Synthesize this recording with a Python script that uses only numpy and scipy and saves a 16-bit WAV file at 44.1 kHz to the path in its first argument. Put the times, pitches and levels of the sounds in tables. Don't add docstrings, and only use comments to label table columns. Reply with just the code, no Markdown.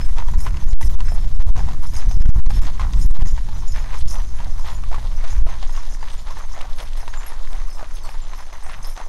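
import sys
import numpy as np
from scipy import signal
from scipy.fft import rfft, irfft, next_fast_len
from scipy.io import wavfile
from scipy.ndimage import uniform_filter1d

SR = 44100
rng = np.random.default_rng(int(sys.argv[2]) if len(sys.argv) > 2 else 0)


def wrap_up_sound(samples):
    columns = np.atleast_2d(samples).T
    tamed = np.clip(columns, -1, 1)
    steps = np.round(tamed * 32767).astype(np.int16)
    wavfile.write(sys.argv[1], SR, steps)


N = 400428

# start in seconds, level in dB, hollow pitch in Hz, stone crack relative to it in dB.
CLACKS = [(0.184, -23.5, 926, 2), (0.204, -31, 944, -12), (0.223, -25, 924, -19), (0.284, -25, 960, -2),
          (0.337, -26.5, 967, -12), (0.348, -34, 950, -3), (0.461, -24, 886, -20), (0.466, -18, 1043, -20),
          (0.48, -33, 708, -15), (0.543, -30.5, 1010, -16), (0.57, -32.5, 930, 5), (0.731, -37, 704, 9),
          (0.812, -22.5, 905, -7), (0.828, -27.5, 1970, -22), (1.005, -26, 984, 3), (1.12, -26, 700, -17),
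          (1.565, -30, 775, 0), (1.578, -24, 724, -9), (1.592, -23.5, 884, -18), (1.604, -24, 800, -19),
          (1.687, -26, 990, -6), (1.703, -32, 746, -13), (2.112, -29.5, 745, 2), (2.256, -34, 1510, -12),
          (2.505, -23, 815, -2), (2.668, -33, 746, 12), (2.685, -31, 830, -8), (2.796, -19, 1060, -29),
          (2.816, -24, 1080, -21), (2.935, -35, 980, 12), (3.22, -27.5, 760, 0), (3.378, -24.5, 927, -26),
          (3.488, -29.5, 870, -5), (3.761, -27, 1764, -21), (3.78, -29.5, 864, -11), (3.832, -39, 796, -17),
          (3.932, -29, 965, -13), (4.155, -28.5, 990, -4), (4.198, -28.5, 936, -19),
          (4.403, -26.5, 965, -4), (4.468, -31, 760, -17), (4.645, -28, 850, -13), (4.696, -29, 925, -13),
          (4.717, -30, 980, -4), (4.837, -27.5, 1160, -13), (4.915, -25.5, 704, -12),
          (4.929, -23.5, 890, -11), (4.944, -20.5, 1140, -20), (4.959, -27, 1020, -20),
          (4.982, -25, 855, -19), (5.047, -40, 681, -16), (5.24, -28.5, 684, 0), (5.328, -31, 860, -19),
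          (5.467, -25, 670, -23), (5.489, -26.5, 1056, -15), (5.496, -30, 780, -14), (5.628, -26.5, 763, 3),
          (5.694, -28, 955, -17), (5.776, -25, 1110, -15), (6.028, -24, 890, -11), (6.282, -29.5, 870, -17),
          (6.369, -26, 907, -21), (6.565, -34, 680, -4), (6.577, -31, 780, -9), (6.61, -31, 1120, -16),
          (6.646, -32, 744, -14), (6.654, -30, 790, -16), (6.78, -40, 890, -15), (6.81, -36, 805, -15),
          (7.029, -27.5, 790, -21), (7.079, -22.5, 936, -7), (7.139, -27.5, 1630, -19),
          (7.32, -26, 920, -24), (7.531, -31, 710, -2), (7.546, -31, 775, -15), (7.793, -28.5, 835, -17),
          (7.811, -29, 774, -19), (7.828, -23.5, 634, -16), (8.051, -31, 1045, -18), (8.09, -29, 840, -0.5),
          (8.149, -34, 907, -10), (8.334, -26, 1020, -10), (8.404, -28, 990, -14), (8.664, -29, 750, -13),
          (8.696, -26.5, 1115, -9), (8.965, -31, 890, 2), (8.976, -25, 724, -2), (9.001, -24, 730, -16),
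          (9.013, -26.5, 945, -21)]
# start in seconds, crunch level in dB, length in seconds.
STEPS = [(0.0, -42, 0.018), (0.163, -35.5, 0.04), (0.443, -40, 0.054), (0.555, -45, 0.094),
         (0.81, -49, 0.14), (0.95, -40.5, 0.066), (1.145, -44.5, 0.046), (1.375, -41, 0.038),
         (1.553, -43.5, 0.19), (1.812, -43, 0.036), (1.924, -43, 0.11), (2.196, -43, 0.073),
         (2.384, -43.5, 0.16), (2.56, -39.5, 0.14), (2.797, -36.5, 0.049), (2.89, -48.5, 0.053),
         (3.143, -42, 0.13), (3.346, -48, 0.04), (3.472, -48.5, 0.13), (3.736, -43.5, 0.14),
         (3.887, -38.5, 0.071), (4.103, -42, 0.13), (4.362, -46, 0.1), (4.641, -41.5, 0.096),
         (4.907, -43, 0.17), (5.172, -41.5, 0.15), (5.469, -39.5, 0.076), (5.613, -41, 0.04),
         (5.717, -42.5, 0.077), (6.02, -42, 0.036), (6.071, -42.5, 0.076), (6.256, -41.5, 0.1),
         (6.35, -42.5, 0.099), (6.534, -39, 0.12), (6.776, -40.5, 0.055), (6.92, -44, 0.14),
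         (7.124, -39.5, 0.05), (7.193, -42.5, 0.14), (7.497, -42.5, 0.13), (7.786, -41.5, 0.065),
         (8.038, -42, 0.12), (8.32, -46, 0.12), (8.52, -38.5, 0.037), (8.616, -44, 0.13),
         (8.834, -41, 0.061), (8.964, -40, 0.077)]
SINK_S, SETTLE_S, SHUFFLE_DB = 0.0095, 0.011, -47
# centre in Hz, width in Hz, relative level per bandwidth in dB.
GRAVEL_RESONANCES = [(623, 320, 2), (825, 340, -1), (1004, 362, 6.5), (1592, 1230, -1.5), (1872, 370, -4.5),
                     (3510, 1900, -4.5), (6210, 310, -4), (9250, 1000, -21)]
FINE_GRIT_SWELL = 0.65
# start in seconds, level in dB, centre in Hz.
SNAPS = [(0.45, -27, 2200), (0.483, -28, 2500), (0.508, -27, 2000), (0.543, -28, 1900), (2.797, -23, 1870),
         (3.7614, -28, 1810), (3.907, -23, 1900), (3.9413, -22.5, 2180), (4.0563, -38, 3600),
         (4.248, -36, 3500), (4.36, -39, 3500), (4.3874, -33, 3000), (4.4455, -28, 4500),
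         (4.529, -41, 3600), (5.631, -30, 3000), (5.704, -33, 3600), (5.765, -27, 3000),
         (5.9494, -26.5, 1690), (6.0144, -30, 1500), (6.085, -24.5, 3000), (6.107, -30, 3500),
         (6.61, -19, 2300), (6.614, -18.5, 3000), (6.7318, -29.5, 3800), (6.8036, -22, 3340),
         (6.9336, -29, 3200), (7.0788, -26.5, 3570), (7.1382, -27, 2190), (7.474, -26, 1900),
         (7.531, -26, 3340), (7.784, -30, 2800), (7.9867, -30, 3200), (8.005, -39, 2800),
         (8.091, -24, 2300), (8.467, -35, 2000), (8.528, -28, 2200), (8.5817, -42, 5000)]
SNAP_S, CHIPS_S, CHIPS_DB = 0.0005, 0.003, -10.5
# start in seconds, trace chain level in dB,
# small links level in dB, shaking time in seconds.
JERKS = [(0.0, -73, -56, 0.018), (0.27, -67, -65, 0.091), (0.36, -60, -57, 0.063),
         (0.669, -66, -57.5, 0.027), (0.8, -58, -53.5, 0.044), (1.05, -69, -66, 0.11),
         (1.39, -74, -69, 0.087), (1.57, -60, -78, 0.029), (1.82, -59.5, -57, 0.063),
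         (1.93, -53, -59, 0.036), (2.07, -60, -66, 0.071), (2.19, -55.5, -72, 0.01),
         (2.48, -59.5, -60, 0.16), (2.9, -60.5, -76, 0.11), (3.0, -54, -61, 0.041), (3.249, -54, -64, 0.02),
         (3.51, -64.5, -82, 0.12), (3.66, -58.5, -67, 0.13), (3.94, -60.5, -63, 0.048),
         (4.07, -54.5, -58, 0.066), (4.45, -66, -72, 0.19), (4.66, -62, -62, 0.057),
         (5.14, -65, -78, 0.037), (5.27, -56.5, -72, 0.027), (5.66, -63, -68, 0.2), (5.86, -61, -74, 0.06),
         (6.09, -75, -63, 0.083), (6.29, -68, -66, 0.15), (6.48, -61.5, -69, 0.052), (6.75, -68, -60, .08),
         (6.96, -74, -63, 0.066), (7.08, -71, -75, 0.17), (7.24, -69, -63, 0.033), (7.44, -82, -64, 0.081),
         (7.67, -69, -62, 0.074), (7.93, -69, -60, 0.029), (8.03, -67, -58.5, 0.051),
         (8.33, -72, -66.5, 0.092), (8.52, -64, -64, 0.032), (8.61, -82, -64, 0.12),
         (8.822, -55, -50, 0.032)]
TAUT_S, SWING_S, SLACK_DB = 0.0054, 0.047, (-70.5, -72.5)
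# pitch in Hz, relative level in dB, 60 dB decay time in seconds.
TRACE_CHAIN = [(5070, -8, .1), (5212, -1, .22), (5470, -6, .1), (5770, -6, .08), (5950, -3, .12),
               (6010, -3, .12), (6190, -8, .08), (6385, -2, .13), (6520, -4, .1), (6930, 0, .25),
               (7130, -8, .1)]
# pitch in Hz, relative level in dB, 60 dB decay time in seconds.
SMALL_LINKS = [(8125, -2, .13), (8670, -9, .1), (9700, -9, .1), (10390, -7, .1), (10525, 0, .15),
               (10600, -3, .13), (11422, -1, .12), (12950, -8, .12), (13232, -11, .1), (13955, -8, .1),
               (14300, -13, .1)]
# start in seconds, level in dB, pitch in Hz.
PINGS = [(0.011, -38, 5210), (0.39, -47, 10590), (0.435, -53, 8300), (0.639, -38, 14100),
         (0.687, -42, 6880), (0.819, -36, 10610), (0.905, -36, 13950), (1.052, -46, 5215),
         (1.085, -45, 5215), (1.141, -42, 10640), (1.04, -46, 13000), (1.06, -45, 8130), (1.125, -44, 5215),
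         (1.165, -47, 5215), (1.209, -50, 5300), (1.845, -47, 10520), (1.946, -40, 6420),
         (2.204, -46, 5180), (2.554, -41, 5340), (2.556, -46, 11300), (2.991, -43, 8300),
         (3.009, -44, 6480), (3.032, -39, 10600), (3.06, -37, 12940), (3.258, -41, 6420),
         (3.548, -46, 6000), (3.68, -36, 6930), (3.711, -44, 6940), (4.09, -41.5, 6020), (4.135, -44, 5990),
         (4.178, -46, 5900), (4.219, -48, 5960), (4.365, -47, 10520), (4.52, -51, 5870), (4.575, -48, 6000),
         (4.675, -49, 5340), (4.705, -46, 6950), (4.748, -42, 6940), (5.165, -44, 6000), (5.299, -45, 6280),
         (5.725, -43, 6530), (5.76, -46, 5900), (5.919, -45, 6440), (6.005, -49, 4800), (6.129, -43, 8130),
         (6.178, -43.5, 7000), (6.43, -48, 6400), (6.49, -59, 5950), (6.776, -43, 9980),
         (6.821, -41, 11250), (6.99, -48, 11420), (7.1, -46, 6500), (7.173, -37.5, 7140),
         (7.265, -33, 11350), (7.28, -36, 10400), (7.69, -53, 4520), (7.7, -44, 5200), (7.734, -52, 8260),
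         (7.955, -44, 6350), (8.036, -46, 4460), (8.218, -44, 7170), (8.375, -45, 11410),
         (8.635, -43, 8360), (8.716, -44, 9900), (8.857, -43, 5280), (8.87, -37, 11500)]
# frequency in Hz, relative level in dB per Hz.
TYRES = [(180, -12), (300, -1.5), (985, -11.5), (1330, -11), (2360, -22.5), (4500, -14), (7000, -20.5),
         (10000, -19), (15500, -58)]
TYRES_DB = -55
# time in seconds, slow surge level in dB, flutter level in dB.
WIND = [(0.05, -1, -17.5), (0.53, -12, -17.5), (0.7, -7.5, -15.5), (1.3, -8.5, -21), (1.43, -3, -15.5),
        (1.6, -9.5, -17.5), (2.0, -7, -19), (2.14, -10.5, -20.5), (2.25, -1, -1), (2.4, -8.5, -15.5),
        (2.86, -11.5, -18.5), (3.03, -5, -11.5), (3.12, -3.5, -8), (3.21, -7, -5.5), (3.32, -12, -23),
        (4.1, -11, -24), (5.27, -9, -28.5), (5.37, -5, -20), (5.47, -12.5, -25.5), (5.8, -13, -33.5),
        (6.1, -16, -32.5), (7.0, -13, -35), (7.3, -15.5, -36.5), (7.55, -11, -35), (7.8, -20, -34.5),
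        (8.1, -19.5, -37), (8.6, -23.5, -40.5), (8.8, -17, -32.5), (9.08, -21.5, -48)]
# frequency in Hz, relative level in dB per Hz.
SURGE = [(1, 5.5), (2.5, 23), (11, 16.5), (20, 14.5), (30, -1.5), (45, -61)]
# frequency in Hz, relative level in dB per Hz.
FLUTTER = [(15, -10.5), (30, 0.5), (50, -3.5), (100, -17), (200, -29), (400, -44), (900, -70.5),
           (3000, -68)]
# start in seconds, length in seconds, push +1 or pull -1.
GUSTS = [(0.068, 0.012, -1), (0.36, 0.015, -1), (0.647, 0.015, 1), (0.738, 0.071, 1), (0.852, 0.003, 1),
         (0.882, 0.013, -1), (0.956, 0.032, -1), (1.018, 0.005, -1), (1.077, 0.004, 1), (1.167, 0.007, 1),
         (1.265, 0.006, 1), (1.331, 0.01, -1), (1.367, 0.027, -1), (1.428, 0.036, 1), (1.506, 0.049, -1),
         (1.638, 0.005, -1), (2.075, 0.008, -1), (2.157, 0.008, -1), (2.174, 0.026, -1), (2.225, 0.029, 1),
         (2.263, 0.018, -1), (2.308, 0.033, 1), (2.404, 0.053, -1), (2.474, 0.022, 1), (2.596, 0.018, 1),
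         (2.983, 0.004, -1), (3.067, 0.032, -1), (3.117, 0.023, 1), (3.178, 0.012, 1), (3.231, 0.021, -1),
         (3.327, 0.006, 1), (4.028, 0.027, 1), (4.063, 0.004, 1), (5.392, 0.003, -1), (5.425, 0.033, 1)]
MIC_LIMIT = 0.685
MIC_ROLL_OFF_HZ, TOP_HZ = 12000, 15700


def hooves():
    out, t = np.zeros(N + SR), np.arange(int(0.06 * SR)) / SR
    blow = np.exp(-t / 0.00078) + 0.49 * np.exp(-t / 0.0077)
    blow *= 1 - np.exp(-t / 0.00015)
    snap = np.exp(-t / 0.0012) + 0.35 * np.exp(-t / 0.006)
    crack_hz = 2200 + 1500 * rng.random(len(CLACKS))
    noises = rng.standard_normal((len(CLACKS), 2, len(t)))
    for (s, db, hz, crack_db), stone_hz, (grit, stone) in zip(CLACKS, crack_hz, noises):
        tones = np.sin(2 * np.pi * hz * t) + 0.26 * np.sin(2 * np.pi * 1.95 * hz * t)
        hollow = tones * blow
        scatter = 0.91 * resonance(grit * np.exp(-t / 0.0079), 1.36 * hz, 0.86 * hz)
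        crack = resonance(resonance(stone * snap, stone_hz, 3000), 3000, 5000)
        i = int(s * SR)
        out[i:i + len(t)] += undb(db) * (hollow + scatter + undb(crack_db) * crack)
    return out[:N]


def gravel():
    burst_db = 1.6 * walk(45)
    large, fine = np.zeros(N), np.zeros(N)
    pebbles = unit(clicks(160, 4.3))
    for hz, width_hz, db in GRAVEL_RESONANCES:
        own_db = burst_db + 3.28 * walk(30)
        grit = unit(clicks(0.6 * hz, 3.4) * undb(own_db)) + 0.49 * pebbles
        band = unit(resonance(resonance(grit, hz, width_hz), hz, 2 * width_hz))
        size = fine if hz > 2500 else large
        size += undb(db) * np.sqrt(width_hz) * band
    spread = np.std(large + fine)
    start_s, crunch_db, length_s = np.transpose(STEPS)
    steps = swells(start_s, crunch_db, length_s, SINK_S, SETTLE_S, SHUFFLE_DB)
    rest = undb(SHUFFLE_DB)
    fine_steps = rest * (steps / rest) ** FINE_GRIT_SWELL
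    return (steps * large + fine_steps * fine) / spread


def snaps():
    out, t = np.zeros(N + SR), np.arange(int(0.034 * SR)) / SR
    noises = rng.standard_normal((len(SNAPS), len(t)))
    for (s, db, hz), noise in zip(SNAPS, noises):
        edge = np.sin(2 * np.pi * hz * t) * np.exp(-t / SNAP_S)
        chips = resonance(noise * np.exp(-t / CHIPS_S), hz, 1.5 * hz)
        i = int(s * SR)
        out[i:i + len(t)] += undb(db) * (edge + undb(CHIPS_DB) * chips)
    return out[:N]


def harness():
    pinging, jolts = pings()
    start_s, trace_db, links_db, shaking_s = np.transpose(JERKS)
    trace = swells(start_s, trace_db, shaking_s, TAUT_S, SWING_S, SLACK_DB[0])
    links = swells(start_s, links_db, shaking_s, TAUT_S, SWING_S, SLACK_DB[1])
    heavy = clicks(140, 2.6) * trace
    light = clicks(100, 2.8) * links + undb(-22) * jolts
    jingle = chain(TRACE_CHAIN, heavy) + chain(SMALL_LINKS, light)
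    return pinging + jingle + undb(14.5) * fittings(heavy + light, count=36)


def pings():
    out, jolts, t = np.zeros(N + SR), np.zeros(N), np.arange(int(0.25 * SR)) / SR
    attack = 1 - np.exp(-t / 0.00039)
    for s, db, hz in PINGS:
        decay = np.exp(-t / 0.036 * (hz / 5200) ** 1.35)
        i = int(s * SR)
        out[i:i + len(t)] += undb(db) * np.sin(2 * np.pi * hz * t) * decay * attack
        jolts[i] = undb(db)
    return out[:N], jolts


def chain(modes, knocks, count=3):
    detune = 1 + 0.0029 * np.linspace(-1, 1, count)
    out = np.zeros(N)
    for hz, db, t60 in modes:
        for ratio in detune:
            struck = knocks * rng.random(N) ** 9
            out += undb(db) * ring(struck, hz * ratio, t60) / np.sqrt(t60)
    return out


def fittings(knocks, count):
    out = np.zeros(N)
    for hz in 4900 * 4.2 ** rng.random(count):
        struck = knocks * rng.random(N) ** 16
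        out += ring(struck, hz, 0.056) * 5000 / hz
    return out


def tyres():
    return undb(TYRES_DB + 1.1 * walk(4)) * coloured(TYRES)


def wind():
    surge_db, flutter_db = curves(WIND)
    breeze = undb(surge_db) * coloured(SURGE)
    breeze += undb(flutter_db + 1.04 * walk(7)) * coloured(FLUTTER)
    ceiling = 0.6
    pressure = ceiling * np.tanh(breeze / ceiling)
    t = np.arange(N) / SR
    rise_s, ended = 0.012, 0
    for s, length, sign in GUSTS:
        onset = min(rise_s, s - ended)
        ended = s + length
        near = slice(max(int((s - rise_s) * SR), 0), int((ended + rise_s) * SR))
        edge = np.minimum((t[near] - s) / onset, (ended - t[near]) / rise_s)
        share = (np.sin(np.pi / 3 * np.clip(1 + edge, 0, 1)) / np.sin(np.pi / 3)) ** 2
        past = np.clip(edge / 2, 0, 0.3)
        gust = np.sign(sign) * (MIC_LIMIT * share + past)
        pressure[near] = pressure[near] * (1 - share) + gust
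    return pressure


def undb(db):
    return 10 ** (np.asarray(db) / 20)


def unit(x):
    return x / np.sqrt(np.mean(x ** 2))


def curves(table):
    s, *columns = np.transpose(table)
    return [np.interp(np.arange(N) / SR, s, column) for column in columns]


def coloured(points):
    hz, db = np.transpose(points)
    size = next_fast_len(N)
    bins = np.maximum(np.arange(size // 2 + 1) * SR / size, 0.1)
    gain = undb(np.interp(np.log(bins), np.log(hz), db))
    return unit(irfft(rfft(rng.standard_normal(size)) * gain, size)[:N])


def walk(rate):
    k = int(SR / rate)
    held = np.repeat(rng.standard_normal(N // k + 1), k)
    return unit(uniform_filter1d(uniform_filter1d(held, k), k)[:N])


def clicks(rate, spread_db):
    size_db = spread_db * np.minimum(rng.exponential(size=N), np.log(rate / 8))
    struck = rng.random(N) < rate / SR
    return struck * rng.choice([-1, 1], N) * undb(size_db)


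def resonance(x, hz, width_hz):
    return signal.lfilter(*signal.iirpeak(hz, hz / width_hz, SR), x)


def ring(x, hz, t60):
    pole = np.exp(2j * np.pi * hz / SR - np.log(1000) / (t60 * SR))
    return signal.lfilter([1], [1, -pole], x).imag


def swells(start_s, peak_db, hold_s, rise_s, fall_s, rest_db):
    power, t = np.full(N, undb(2 * rest_db)), np.arange(N) / SR
    for s, db, hold in zip(start_s, peak_db, hold_s):
        near = slice(int(s * SR), int((s + hold + 8 * fall_s) * SR))
        age = t[near] - s
        rise = np.minimum(age / rise_s, 1)
        fall = np.exp(-np.maximum(age - hold, 0) / fall_s)
        power[near] += (undb(db) * rise * fall) ** 2
    return np.sqrt(power)


def scene():
    near = hooves() + gravel() + snaps() + harness()
    t = np.arange(int(0.25 * SR)) / SR
    tail = rng.standard_normal(len(t)) * np.exp(-t / 0.022) * (t > 0.004)
    near += undb(-50) * signal.fftconvolve(near, tail)[:N]
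    return (near + tyres() + wind())[None]


def record(dry):
    dull = signal.lfilter(*signal.butter(2, MIC_ROLL_OFF_HZ, fs=SR), dry)
    clipped = np.clip(dull, -MIC_LIMIT, MIC_LIMIT)
    return signal.sosfilt(signal.ellip(10, 0.2, 80, TOP_HZ, fs=SR, output="sos"), clipped)


dry = scene()
out = record(dry)
wrap_up_sound(out)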